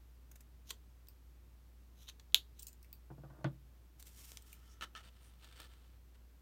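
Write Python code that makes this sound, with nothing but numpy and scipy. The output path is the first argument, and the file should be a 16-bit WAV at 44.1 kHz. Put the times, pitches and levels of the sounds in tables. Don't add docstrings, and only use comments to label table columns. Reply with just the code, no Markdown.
import sys
import numpy as np
from scipy import signal
from scipy.fft import rfft, irfft
from scipy.io import wavfile
from scipy.ndimage import uniform_filter1d

SR = 44100
rng = np.random.default_rng(int(sys.argv[2]) if len(sys.argv) > 2 else 0)


def to_wav(sig):
    pcm = np.clip(np.atleast_2d(sig), -1, 1) * 32767
    pcm = np.round(pcm).astype(np.int16)
    wavfile.write(sys.argv[1], SR, pcm.T)


N = 282758
TIME = np.arange(N) / SR
AGE = TIME[:12000]

# (peak t/s, level/dB, swell/s, fade/s, blade ring/dB, blade note f/Hz)
CUTS = [(0.705, -51, 0.032, 0.012, -15, 6600), (2.024, -62.5, 0.063, 0.05, -10, 4050),
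        (2.093, -47.5, 0.019, 0.0091, 6.5, 3800), (2.598, -64.5, 0.04, 0.033, -3, 4070)]
# (f/Hz, level/dB)
SHEAR = [(300, -30), (600, -8), (2000, -14), (3000, 0), (4000, -2), (4900, -5.5), (6300, 2), (8000, -12),
         (14500, -5), (16000, -19)]
# (t/s, peak level/dB, brightness/dB, contact time/s, body/dB)
SNAPS = [(0.3137, -56.5, 8, 0.0089, -2.5), (0.3551, -58.5, 6, 0.013, -4.5), (0.405, -60, 6, 0.012, -4),
         (0.705, -38.5, -1.5, 0.0058, -8), (0.7095, -41.5, -4.5, 0.0025, -2.5), (1.07, -65.5, 0, 0.005, -8),
         (2.083, -53.5, -8, 0.0045, -2), (2.088, -48.5, -7, 0.0017, 0), (2.0976, -47.5, -5, 0.0012, -6.5),
         (2.1963, -55.5, -6, 0.0058, -1.5), (2.348, -44.5, -3, 0.017, 2.5), (3.9952, -59.5, 9, 0.014, -5),
         (4.0262, -50, 3, 0.0012, -9), (4.0715, -59.5, 0.5, 0.0012, -14), (4.318, -49, 0, 0.0022, -1),
         (4.3716, -44, -2.5, 0.0017, -1.5), (5.4435, -57.5, -3, 0.005, -8), (5.6012, -54, 6, 0.0055, -5)]
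# (f/Hz, level/dB)
CARD = [(180, -41), (420, -4), (800, -10), (1400, -3.5), (2800, 2), (4000, 4), (4900, -5.5), (6600, -3),
        (10000, -13.5), (14200, -5), (16000, -16.5)]
# (t/s, peak level/dB)
SHUT = [(2.323, -63.5), (2.3453, -13.5)]
# (f/Hz, level/dB)
BLADES = [(200, -45), (1000, -31), (2000, -22), (2600, -11), (3200, -2), (3650, 0), (4300, -9), (4900, -20),
          (6200, -20), (6800, -13), (8000, -27), (11500, -18), (16000, -25)]
# (t/s, peak level/dB, note f/Hz, contact time/s)
RINGS = [(1.0851, -51, 4640, 0.0022), (2.5929, -47, 8650, 0.011), (2.622, -50, 9600, 0.0062),
         (2.629, -45.5, 8070, 0.0035), (2.6679, -44, 6700, 0.0043), (2.673, -54, 8200, 0.0059),
         (2.682, -48.5, 7100, .004), (2.7288, -56, 7200, 0.0043), (2.828, -58, 5370, 0.0033),
         (2.845, -60.5, 2323, 0.0043), (2.9284, -46, 4830, 0.002), (4.422, -58, 8900, 0.0042),
         (4.529, -48, 2560, 0.0033)]
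# (f/Hz, level/dB)
CLINK = [(600, -43), (1500, -25), (2500, -9), (5000, 1.5), (6500, -1), (8750, 10), (10700, -6),
         (16000, 8.5)]
# (f/Hz, level/dB, t60/s)
CHIME = [(2570, -14.5, 0.025), (4560, -17.5, 0.091), (12300, -12, 0.025), (13500, -3.5, 0.0089),
         (15400, -1.5, .01), (14140, 6, .003)]
# (t/s, level/dB before softening, hardness as cut-off f/Hz)
KNOCKS = [(3.1024, -50, 840), (3.179, -51.5, 474), (3.235, -51, 1080), (3.3007, -58, 1700),
          (3.385, -58.5, 990), (3.409, -60, 1000), (3.4434, -35.5, 4220)]
# (f/Hz, level/dB, t60/s)
DESK = [(137.5, 2, .19), (168.3, -8.5, .17), (239, -10.5, .1), (321.4, -13, .15), (388, -23, .097),
        (604, -14, .06), (810, -22, .13), (1470, -15, .032)]
# (f/Hz, level/dB)
CLATTER = [(80, -51), (150, -17), (320, -2.5), (430, -7), (570, -4.5), (720, -10), (1100, -9.5),
           (1550, -10.5), (2100, -22.5), (3300, -19.5), (6500, -41), (14000, -44)]
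# (t/s, level/dB)
SLIDE = [(3.98, -88), (4.0, -59.5), (4.04, -77), (4.07, -61), (4.14, -70), (4.19, -59), (4.24, -57.5),
         (4.35, -64), (4.44, -78), (4.47, -68.5), (4.54, -63.5), (4.58, -76.5), (4.68, -78)]
# (f/Hz, level/dB)
SKIN = [(290, -27), (500, -9), (800, -12), (1380, -10.5), (2730, -4.5), (4730, -9.5), (5550, 2),
        (16000, -9)]
# (f/Hz, level/dB)
SWISH = [(5600, 14), (8700, -15), (14600, 14)]
# (peak t/s, level/dB, centre of the swish f/Hz, its rise/Hz per s)
BRUSHES = [(4.72, -70.5, 5700, 12000), (5.26, -71, 9300, 2990)]
# (t/s, tap peak level/dB, share of the cover's notes/dB)
NAILS = [(4.81, -45, -4), (4.951, -49, 2.5)]
# (start t/s, length/s, level/dB, hiss share/dB)
SCRAPES = [(4.813, .031, -47, -11.5), (4.953, 0.024, -55.5, -11), (4.98, 0.033, -65, -5),
           (5.026, 0.064, -67.5, 7), (5.519, 0.0085, -62, 13), (6.14, 0.018, -73, 0)]
# (t/s, level/dB)
RUB = [(5.11, -81.5), (5.26, -73.5), (5.36, -83.5), (5.445, -63.5), (5.47, -69.5), (5.53, -74),
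       (5.6, -60.5), (5.65, -63.5), (5.68, -78), (5.71, -71), (5.76, -77), (5.97, -84)]
# (f/Hz, level/dB)
BOOK = [(150, -8.5), (500, -11.5), (1050, -11.5), (1290, 3.5), (1520, -4), (1750, -2), (2300, -8.5),
        (2950, -1), (4250, -5), (4750, -35), (5400, -8.5), (8400, -22), (10300, -29), (16000, -38)]
# (f/Hz, level/dB)
PAGE = [(400, -2), (2000, -0.5), (3400, 2), (4300, 2), (5800, -11), (8800, -1.5), (10200, -15),
        (12000, -11), (16000, -11)]
# (f/Hz, level/dB, t60/s)
COVER = [(1300, 4, 0.032), (1750, -1, 0.03), (2950, 1.5, 0.018), (4250, -1, 0.016)]
# (f/Hz, level/dB)
AIR = [(47, -36), (80, -3.5), (114, -4), (178, -10), (296, -11.5), (615, -20.5), (1140, -22.5), (1950, -26),
       (5400, -30.5), (10500, -34), (12800, -29), (16000, -32.5)]
# (delay t/s, level/dB)
ECHOES = [(.0027, -18.5), (.0097, -24)]
# (f/Hz, t60/s, level/dB)
ROOM = [(150, 0.31, 0.5), (1000, 0.13, 3.5), (2710, 0.12, -3), (3900, .12, 0), (7000, .13, -2.5),
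        (16470, 0.13, -2)]

BLADE_T60 = 0.004
MIDDLE_DB, TOP_DB = -6, -9
NOTE_CYCLES = 45
DETUNE = 0.018
CRISP_S, DULL_DB_PER_S = 0.0017, 2293
BOOM_DB = 4.5
SOFT_BOOM_DB, HARD_HZ = -2.5, 3007
SWISH_T60, BRUSH_T60, NAIL_T60 = 0.0018, 0.003, 0.01
BRUSH_SWELL_S, BRUSH_FADE_S = 0.071, 0.056
SCRAPE_ATTACK_S, SCRAPE_RELEASE_S = 0.0099, 0.0047
COVER_WANDER = 0.015
HUM_HZ, HUM_DB, AIR_DB = 59.6, -59.5, -70
EDGE_HZ = 16150


def shut(lag=0.00043, ring_hz=3700, rattle_db=-38, rattle_t60=0.216):
    out = np.zeros(N)
    spectrum = rfft(colour(signal.unit_impulse(len(AGE)), BLADES))
    hz = np.fft.rfftfreq(len(AGE), 1 / SR)
    dispersion = np.exp(-4j * np.pi * lag * np.sqrt(ring_hz * hz))
    clack = irfft(spectrum * dispersion, len(AGE)) * (AGE < 0.1)
    rattle = band(burst(rattle_t60), [3200, 4400], "band")
    for s, db in SHUT:
        add(out, s, amp(db) * (peaked(clack) + amp(rattle_db) * peaked(rattle)))
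    return out


def cuts():
    crunch = slips(per_s=7000, spread_db=2.3) * flutter(hz=150, depth_db=2.8)
    fibres = evened(colour(crunch, SHEAR))
    out = np.zeros(N)
    for s, db, swell, fade, ring_db, hz in CUTS:
        blades = evened(sing(crunch, hz, BLADE_T60))
        out += stroke(s, db, swell, fade, shape=1.2) * blend(fibres, blades, ring_db)
    return out


def snaps():
    out = np.zeros(N)
    for s, db, bright_db, seconds, body_db in SNAPS:
        crack = colour(graze(seconds), CARD)
        middle = band(crack, [2500, 5000], "band")
        top = band(crack, 9000, "high", order=4)
        body = band(band(crack, 9000, "low", order=4), [2500, 5000], "bandstop")
        snap = amp(body_db) * peaked(body)
        snap = snap + amp(MIDDLE_DB - bright_db) * peaked(middle)
        snap = snap + amp(TOP_DB + bright_db) * peaked(top)
        add(out, s, amp(db) * peaked(snap))
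    return out


def rings(note_db=-5):
    out = np.zeros(N)
    for s, db, hz, seconds in RINGS:
        touch = graze(seconds)
        note = peaked(sing(touch, hz, NOTE_CYCLES / hz))
        tick = peaked(colour(touch, CLINK)) + amp(note_db) * note
        chime = np.zeros(len(AGE))
        for f, mode_db, t60 in CHIME:
            gripped_hz = f * (1 + DETUNE * rng.uniform(-0.54, 1))
            chime += amp(mode_db) * peaked(sing(touch, gripped_hz, t60))
        share = np.clip(amp(-DULL_DB_PER_S * (seconds - CRISP_S)), 0, 0.95)
        mixed = np.sqrt(1 - share ** 2) * peaked(tick) + share * peaked(chime)
        add(out, s, amp(db) * peaked(mixed))
    return out


def desk(clatter_t60=0.099, tick_db=-5, tick_t60=0.012):
    out = np.zeros(N)
    modes = sum(amp(mode_db) * mode(hz, t60, cycles=1.0) for hz, mode_db, t60 in DESK)
    boom = peaked(band(modes, 98, "high"))
    for s, db, hard_hz in KNOCKS:
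        boom_db = BOOM_DB + SOFT_BOOM_DB * max(1 - hard_hz / HARD_HZ, 0)
        clatter = peaked(colour(burst(clatter_t60), CLATTER))
        tick = amp(tick_db) * peaked(burst(tick_t60))
        blow = amp(boom_db) * boom + clatter + tick
        add(out, s, amp(db) * band(blow, hard_hz, "low"))
    return out


def drag(s=3.38, db=-68, swell=0.21, fade=0.1):
    scuff = colour(slips(per_s=2700, spread_db=2), CLATTER)
    return evened(band(scuff, 1400, "low")) * stroke(s, db, swell, fade)


def slides(swish_db=-8, brush_db=3, grip_db=1.7):
    grit = slips(per_s=11000, spread_db=1.9)
    grit = grit * flutter(hz=55, depth_db=grip_db)
    hiss = evened(colour(grit, SKIN))
    swish = evened(sum(amp(db) * evened(sing(grit, hz, SWISH_T60)) for hz, db in SWISH))
    out = pressure(SLIDE) * blend(hiss, swish, swish_db)
    for s, db, hz, rise in BRUSHES:
        rising_hz = np.clip(hz + rise * (TIME - s), hz / 2, hz * 2)
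        whisk = evened(glide(grit, rising_hz, BRUSH_T60))
        touch = stroke(s, db, BRUSH_SWELL_S, BRUSH_FADE_S, shape=1.44)
        out += touch * blend(hiss, whisk, brush_db)
    return out


def notebook(cover_db=-2, rub_hiss_db=6, grip_db=2.5):
    grit = slips(per_s=6000, spread_db=2.2)
    bend = 1 + COVER_WANDER * evened(band(rng.standard_normal(N), 23, "low"))
    cover = evened(sum(amp(db) * evened(glide(grit, hz * bend, t60)) for hz, db, t60 in COVER))
    scrape = blend(evened(colour(grit, BOOK)), cover, cover_db)
    hiss = evened(colour(grit, PAGE))
    grip = flutter(hz=80, depth_db=grip_db)
    out = pressure(RUB) * grip * blend(scrape, hiss, rub_hiss_db)
    out += stroke(4.56, db=-77.0, swell=0.51, fade=0.64) * scrape
    for s, seconds, db, hiss_db in SCRAPES:
        attack = np.clip((TIME - s) / SCRAPE_ATTACK_S, 0, 1)
        release = np.exp(-np.maximum(TIME - s - seconds, 0) / SCRAPE_RELEASE_S)
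        out += amp(db) * attack * release * blend(scrape, hiss, hiss_db)
    notes = peaked(sum(amp(db) * mode(hz, t60, cycles=1) for hz, db, t60 in COVER))
    for s, db, note_db in NAILS:
        tap = peaked(colour(burst(NAIL_T60), BOOK))
        add(out, s, amp(db) * (tap + amp(note_db) * notes))
    return out


def background(waver=0.084, rumble_db=-73):
    drift = evened(band(rng.standard_normal(N), 6, "low"))
    hum = np.sqrt(2) * np.sin(2 * np.pi * HUM_HZ * TIME) * (1 + waver * drift)
    rumble = evened(band(rng.standard_normal(N), [35, 110], "band"))
    air = evened(colour(rng.standard_normal(N), AIR))
    return amp(HUM_DB) * hum + amp(rumble_db) * rumble + amp(AIR_DB) * air


def room(x, wet_db, build=0.001):
    hz, t, z = signal.stft(rng.standard_normal(len(AGE)), SR, nperseg=256)
    t60 = read([(f, seconds) for f, seconds, _ in ROOM], hz)[:, None]
    db = read([(f, level) for f, _, level in ROOM], hz)[:, None]
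    tail = signal.istft(z * amp(db - 60 * t / t60), SR, nperseg=256)[1][:len(AGE)]
    tail = tail * (1 - np.exp(-AGE / build))
    response = amp(wet_db) * tail / np.linalg.norm(tail)
    for s, echo_db in ECHOES:
        add(response, s, amp([echo_db]))
    return x + signal.fftconvolve(x, response)[:N]


def slips(per_s, spread_db):
    size = amp(spread_db * np.minimum(rng.exponential(1, N), 4))
    return size * rng.standard_normal(N) * (rng.random(N) < per_s / SR)


def graze(seconds):
    u = 4 * AGE / max(seconds, 0.0005)
    return rng.standard_normal(len(AGE)) * u * np.exp(-u)


def burst(t60):
    return rng.standard_normal(len(AGE)) * amp(-60 * AGE / t60)


def mode(hz, t60, cycles):
    build = 1 - np.exp(-AGE * hz / cycles)
    return np.sin(2 * np.pi * hz * AGE) * amp(-60 * AGE / t60) * build


def sing(x, hz, t60):
    return signal.fftconvolve(x, mode(hz, t60, cycles=1.0))[:len(x)]


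def glide(x, hz, t60):
    turn = np.exp(2j * np.pi * np.cumsum(hz) / SR)
    r = amp(-60 / (t60 * SR))
    return (turn * signal.lfilter([1 - r], [1, -r], x / turn)).real


def stroke(s, db, swell, fade, shape=2):
    away = np.maximum((s - TIME) / swell, (TIME - s) / fade)
    return amp(db - 20 * np.minimum(away, 10) ** shape)


def pressure(curve):
    s, db = np.transpose(curve)
    return amp(np.interp(TIME, s, db, left=-np.inf, right=-np.inf))


def flutter(hz, depth_db):
    return amp(depth_db * evened(band(rng.standard_normal(N), hz, "low")))


def blend(main, extra, share_db):
    return (main + amp(share_db) * extra) / np.hypot(1, amp(share_db))


def colour(x, points):
    hz = abs(np.fft.fftfreq(4096, 1 / SR))
    log_gain = np.log(amp(np.maximum(read(points, hz), -100)))
    taps = np.fft.ifft(np.exp(np.conj(signal.hilbert(log_gain)))).real
    return signal.fftconvolve(x, taps[:len(hz) // 2])[:len(x)]


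def band(x, hz, kind, order=2):
    return signal.sosfilt(signal.butter(order, hz, kind, fs=SR, output="sos"), x)


def read(points, hz):
    f, value = np.transpose(points)
    return np.interp(np.log(hz + 1), np.log(f + 1), value)


def amp(db):
    return 10 ** (np.asarray(db) / 20)


def evened(x):
    return x / np.sqrt(np.mean(x ** 2) + 1e-20)


def peaked(x):
    return x / np.sqrt(uniform_filter1d(x ** 2, size=88, mode="constant").max())


def add(mix, s, sound):
    part = mix[round(s * SR):][:len(sound)]
    part += sound[:len(part)]


def scene():
    scissors = room(shut(), wet_db=-11.5)
    scissors = scissors + room(cuts() + snaps(), wet_db=-10.5)
    scissors = scissors + room(rings(), wet_db=-6.0)
    hands = room(desk() + drag(), wet_db=-13.5)
    hands = hands + room(slides() + notebook(), wet_db=-10.5)
    return (scissors + hands + background())[None]


def record(dry):
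    low_pass = signal.firwin(255, EDGE_HZ, window=("kaiser", 8), fs=SR)
    return signal.oaconvolve(dry, low_pass[None], "same")


dry = scene()
out = record(dry)
to_wav(out)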